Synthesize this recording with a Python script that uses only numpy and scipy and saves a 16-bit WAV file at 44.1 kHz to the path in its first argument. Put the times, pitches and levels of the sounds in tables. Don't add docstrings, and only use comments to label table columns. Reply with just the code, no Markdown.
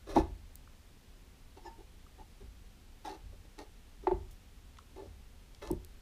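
import sys
import numpy as np
from scipy import signal
from scipy.fft import rfft, irfft, next_fast_len
from scipy.io import wavfile
from scipy.ndimage import map_coordinates

SR = 44100
rng = np.random.default_rng(int(sys.argv[2]) if len(sys.argv) > 2 else 0)


def waveform_to_disk(signal):
    frames = np.transpose(np.atleast_2d(signal))
    scaled = np.clip(frames, -1, 1) * 32767
    samples = np.round(scaled).astype(np.int16)
    wavfile.write(sys.argv[1], SR, samples)


N = 265305

# (frequency [Hz], width [Hz], gain [dB])
WHEEL_BODY = [(331, 73, -1), (385.7, 56, 1), (560, 51, -10.5)]
MUG_BODY = [(775, 40, -4), (849, 71, -3), (1062, 37, -25)]
HANDLE_BODY = [(575.7, 106, 2.5), (1074, 150, -7.5)]
MUG_WALL = [(1723, 74, 7), (2026, 290, -1.5), (2550, 230, -2), (3265, 90, -6), (3740, 300, -3),
            (4096, 190, 0), (5640, 430, -12), (9300, 610, -13)]
# (frequency [Hz], gain [dB])
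GRIT_SPECTRUM = [(500, -16.5), (1200, 7), (2000, -8.5), (3100, -5), (4000, -4.5), (4700, -5.5),
                 (6100, -6.5), (7200, -13.5), (11000, -17.5), (15500, -23)]
# (time [s], length [s], force [dB], mug share [dB], handle share [dB], grit share [dB])
STROKES = [(0.064, .015, -51.5, -18, -1, -5.5), (0.084, 0.059, -45.5, -16, -1.5, -4.5),
           (0.146, .055, -34.5, -4, -6, -8), (1.562, 0.017, -55.5, 1.5, -24, -7),
           (1.643, 0.033, -55.5, 7, -16, -7.5), (1.774, 0.046, -56.5, -5, -24, -23),
           (2.176, 0.04, -60, 3, -19, -7), (2.4, 0.022, -57, -10, -25, -12),
           (3.041, 0.039, -53, 13, -6, 3.5), (3.08, 0.071, -47.5, -1, -21, -6),
           (3.319, 0.019, -62.5, -7, 0, -15), (3.44, 0.014, -60.5, -10, -15, -12),
           (3.577, 0.044, -49, -3.5, -12, -5.5), (4.025, 0.022, -48.5, -17, -22, -17),
           (4.956, .11, -48.5, -6.5, -11.5, -14), (5.613, 0.098, -47, -9.5, -4, -6)]

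def rubbing(wall_db=-6, rasp_db=-1, grip_spread=.04):
    out, t = np.zeros(N), np.arange(SR // 4) / SR
    for start, length, force_db, mug_db, handle_db, grit_db in STROKES:
        drag = slips(len(t), per_second=2500, spread_db=3.5)
        grains = slips(len(t), per_second=2200, spread_db=2.5)
        wheel = resonate(drag, WHEEL_BODY)
        mug = amp(mug_db) * resonate(drag, MUG_BODY) + amp(handle_db) * resonate(drag, HANDLE_BODY)
        grip_shift = np.exp(grip_spread * rng.standard_normal())
        wall = amp(wall_db) * resonate(grains, MUG_WALL, grip_shift)
        rasp = amp(rasp_db) * coloured(grains, GRIT_SPECTRUM)
        grit = amp(grit_db) * (wall + rasp)
        wheel *= pressure(t, length, sag_db_per_s=53)
        mug *= pressure(t, length, sag_db_per_s=70)
        grit *= pressure(t, length, sag_db_per_s=102)
        add(out, start, amp(force_db) * (wheel + mug + grit))
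    return out


def slips(size, per_second, spread_db):
    slipped = rng.random(size) < per_second / SR
    strength = amp(spread_db * rng.standard_normal(size))
    direction = np.sign(rng.standard_normal(size))
    return slipped * strength * direction


def pressure(t, length, sag_db_per_s, grip_s=.012, lift_s=.021):
    grip = np.clip(t / grip_s, 0, 1)
    lift = np.exp(-np.maximum(t - length, 0) / lift_s)
    return grip * amp(-sag_db_per_s * t) * lift


# (multiple of its note [ratio], gain [dB])
WHEEL_MODES = [(1, -0.5), (1.55, -18)]
# (frequency [Hz], gain [dB])
MUG_MODES = [(826, 1), (747, -3), (1170, -22.5)]
CLACK_SPECTRUM = [(300, -29), (1100, 8.5), (2000, 5.5), (2800, -5), (4000, -4.5), (5500, -25.5),
                  (12000, -39)]
# (time [s], wheel note [Hz], wheel level [dB], mug level [dB], clack level [dB])
KNOCKS = [(0.158, 345, -18, -43, -51.5), (0.163, 264, -21.5, -16.5, -38), (0.1704, 304, -33, -17, -43),
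          (0.176, 325, -17.5, -47, -48), (4.069, 375, -21, -20, -37), (4.111, 362, -21.5, -26.5, -49),
          (5.7005, 345.6, -25, -37, -71), (5.721, 372, -32, -58, -72)]

def knocks(clack_t60=.056, clack_attack_s=.0011):
    out, t = np.zeros(N), np.arange(SR // 4) / SR
    clack_envelope = amp(-60 * t / clack_t60) * (1 - np.exp(-t / clack_attack_s))
    for start, note_hz, wheel_db, mug_db, clack_db in KNOCKS:
        clack = coloured(rng.standard_normal(len(t)), CLACK_SPECTRUM) * clack_envelope
        mug = damped(MUG_MODES, t, swell_s=.004, sharpness=2.8)
        wheel_modes = [(ratio * note_hz, db) for ratio, db in WHEEL_MODES]
        wheel = damped(wheel_modes, t, swell_s=.0115, sharpness=5)
        add(out, start, amp(clack_db) * clack + amp(mug_db) * mug + amp(wheel_db) * wheel)
    return out


def damped(modes, t, swell_s, sharpness):
    ring = sum(amp(db) * detuned_sine(hz, t) for hz, db in modes)
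    return ring * (t / swell_s * np.exp(1 - t / swell_s)) ** sharpness


# (frequency [Hz], gain [dB], t60 [s])
SWAY_MODES = [(51.2, -0.5, 0.48), (81.34, -4.5, 0.6)]
BOARD_MODES = [(121.7, -3, 0.26), (184.8, 1.5, 0.19), (252.3, -1, 0.2), (552, -3, 0.073)]
# (time [s], sway level [dB], thud level [dB])
SHOVES = [(0.166, -28, -32), (2.417, -44, -60.5), (3.236, -44, -63), (4.119, -34.5, -43), (5.055, -45, -60),
          (5.704, -35, -35.5)]

def bench(shudder_share_db=-12):
    out, t = np.zeros(N), np.arange(SR) / SR
    shudder = np.zeros(N)
    for start, sway_db, thud_db in SHOVES:
        sway = amp(sway_db) * ringing(SWAY_MODES, t, attack_s=.0063)
        thud = amp(thud_db) * ringing(BOARD_MODES, t, attack_s=.0028)
        add(out, start, sway + thud)
        shudder += amp(sway_db + shudder_share_db) * swell(start, rise_s=.061, fade_s=.2)
    return out + shudder * coloured(rng.standard_normal(N), RUMBLE_SPECTRUM)


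def ringing(modes, t, attack_s):
    ring = sum(amp(db - 60 * t / t60) * detuned_sine(hz, t) for hz, db, t60 in modes)
    return ring * (1 - np.exp(-t / attack_s))


# (time [s], level [dB], band centre [Hz])
TICKS = [(0.556, -32.5, 11360), (3.5895, -44.5, 3460), (4.771, -54.5, 2300), (4.786, -50, 2960),
         (5.548, -50, 3500), (5.62, -52.5, 1800), (5.674, -44.5, 3500), (5.714, -32, 11000),
         (5.848, -42.5, 7980)]
# (time [s], level [dB])
POPS = [(0.676, -51.5), (2.066, -52.5), (4.787, -43.5), (5.63, -42.5)]

def sticky_clay(tick_cycles=40):
    ticks = sum(amp(db) * burst(start, hz, octaves=.85, t60=tick_cycles / hz) for start, db, hz in TICKS)
    pops = sum(amp(db) * burst(start, centre_hz=1130, octaves=.27, t60=.015) for start, db in POPS)
    return ticks + pops


# (frequency [Hz], level [dB], rise [s], fade [s])
SQUEAK_PARTIALS = [(349.5, -50.5, 0.029, 0.029), (914, -52, 0.025, 0.074), (1748, -55, 0.014, 0.018),
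                   (2800, -69, 0.017, 0.018), (5100, -61, 0.02, .02), (5400, -65, 0.037, 0.0095),
                   (6900, -66.5, 0.025, 0.013)]

def squeak(peak_at=1.672, waver=.0059, jitter=.04):
    slip_speed = 1 + jitter * wobble(2500) + waver * wobble(98)
    clock = np.cumsum(slip_speed) / SR
    return sum(amp(db) * swell(peak_at, rise_s, fade_s) * np.sin(2 * np.pi * hz * clock)
               for hz, db, rise_s, fade_s in SQUEAK_PARTIALS)


def skin_brush():
    return amp(-60) * burst(start=4.309, centre_hz=8020, octaves=1.3, t60=.13)


# (frequency [Hz], t60 [s])
STUDIO_DECAY = [(100, 0.34), (400, 0.3), (900, 0.27), (3000, 0.426), (10000, 0.12)]

def studio_reverb(x, delay_s=.012):
    hz, t, noise = signal.stft(rng.standard_normal(SR // 2), SR, nperseg=256)
    decay = amp(-60 * t / along(STUDIO_DECAY, hz)[:, None])
    tail = signal.istft(noise * decay, SR, nperseg=256)[1]
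    delayed = np.pad(x, (round(delay_s * SR), 0))
    return signal.fftconvolve(delayed, tail / np.linalg.norm(tail))[:N]


# (frequency [Hz], gain [dB])
RUMBLE_SPECTRUM = [(11, -19), (18, -5), (33, -1), (59, -6), (81, -8.5), (102, -14.5), (129, -19),
                   (170, -26), (220, -49), (370, -120)]
HISS_SPECTRUM = [(88, -27), (150, -5.5), (205, -2.5), (263, -4), (319, -10), (380, -8.5), (654, -15.5),
                 (794, -13.5), (858, -14.5), (927, -16), (1220, -17.5), (3140, -18), (14500, -29),
                 (15400, -34.5)]

def room_tone(rumble_db=-55.5, hiss_db=-64):
    rumble = amp(rumble_db) * coloured(rng.standard_normal(N), RUMBLE_SPECTRUM)
    hiss = amp(hiss_db) * coloured(rng.standard_normal(N), HISS_SPECTRUM)
    return rumble + hiss


def burst(start, centre_hz, octaves, t60):
    lead_s = .005
    out, t = np.zeros(N), np.arange(SR // 10) / SR - lead_s
    decay = (t >= 0) * amp(-60 * np.abs(t) / t60)
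    band = lambda hz: np.exp(-.5 * (np.log2((hz + 1) / centre_hz) / octaves) ** 2)
    noise = unit(filtered(decay * rng.standard_normal(len(t)), band))
    add(out, start - lead_s, np.sqrt(np.mean(decay ** 2)) * noise)
    return out


def resonate(x, body, shift=1):
    def response(hz):
        f = hz / shift
        return sum(amp(db) * (1j * f * width / (centre ** 2 - f ** 2 + 1j * f * width)) ** 2
                   for centre, width, db in body)
    return unit(filtered(x, response))


def detuned_sine(hz, t, spread=.027):
    return np.sin(2 * np.pi * hz * (1 + spread * rng.standard_normal()) * t)


def swell(peak_at, rise_s, fade_s):
    t = np.arange(N) / SR - peak_at
    return np.exp(-np.abs(np.where(t < 0, t / rise_s, t / fade_s)) ** 1.47)


def wobble(rate):
    knots = rng.standard_normal(int(N * rate / SR) + 4)
    return map_coordinates(knots, [np.arange(N) * rate / SR])


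def coloured(x, spectrum):
    return unit(filtered(x, lambda hz: amp(along(spectrum, hz))))


def filtered(x, response):
    size = next_fast_len(len(x) + SR // 4)
    return irfft(rfft(x, size) * response(np.fft.rfftfreq(size, 1 / SR)), size)[:len(x)]


def along(points, hz):
    frequencies, values = np.transpose(points)
    return np.interp(np.log(hz + 1), np.log(frequencies), values)


def add(track, start, sound):
    part = track[round(start * SR):][:len(sound)]
    part += sound[:len(part)]


def amp(db):
    return 10 ** (np.asarray(db) / 20)


def unit(x):
    return x / np.sqrt(np.mean(x ** 2) + 1e-20)


def scene():
    blows = knocks()
    touch = rubbing() + squeak() + sticky_clay() + skin_brush()
    room = studio_reverb(amp(-15) * blows + amp(-17) * touch)
    return (blows + touch + room + bench() + room_tone())[None]


def record(dry, top_hz=15550):
    return filtered(dry[0], lambda hz: hz < top_hz)[None]


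dry = scene()
out = record(dry)
waveform_to_disk(out)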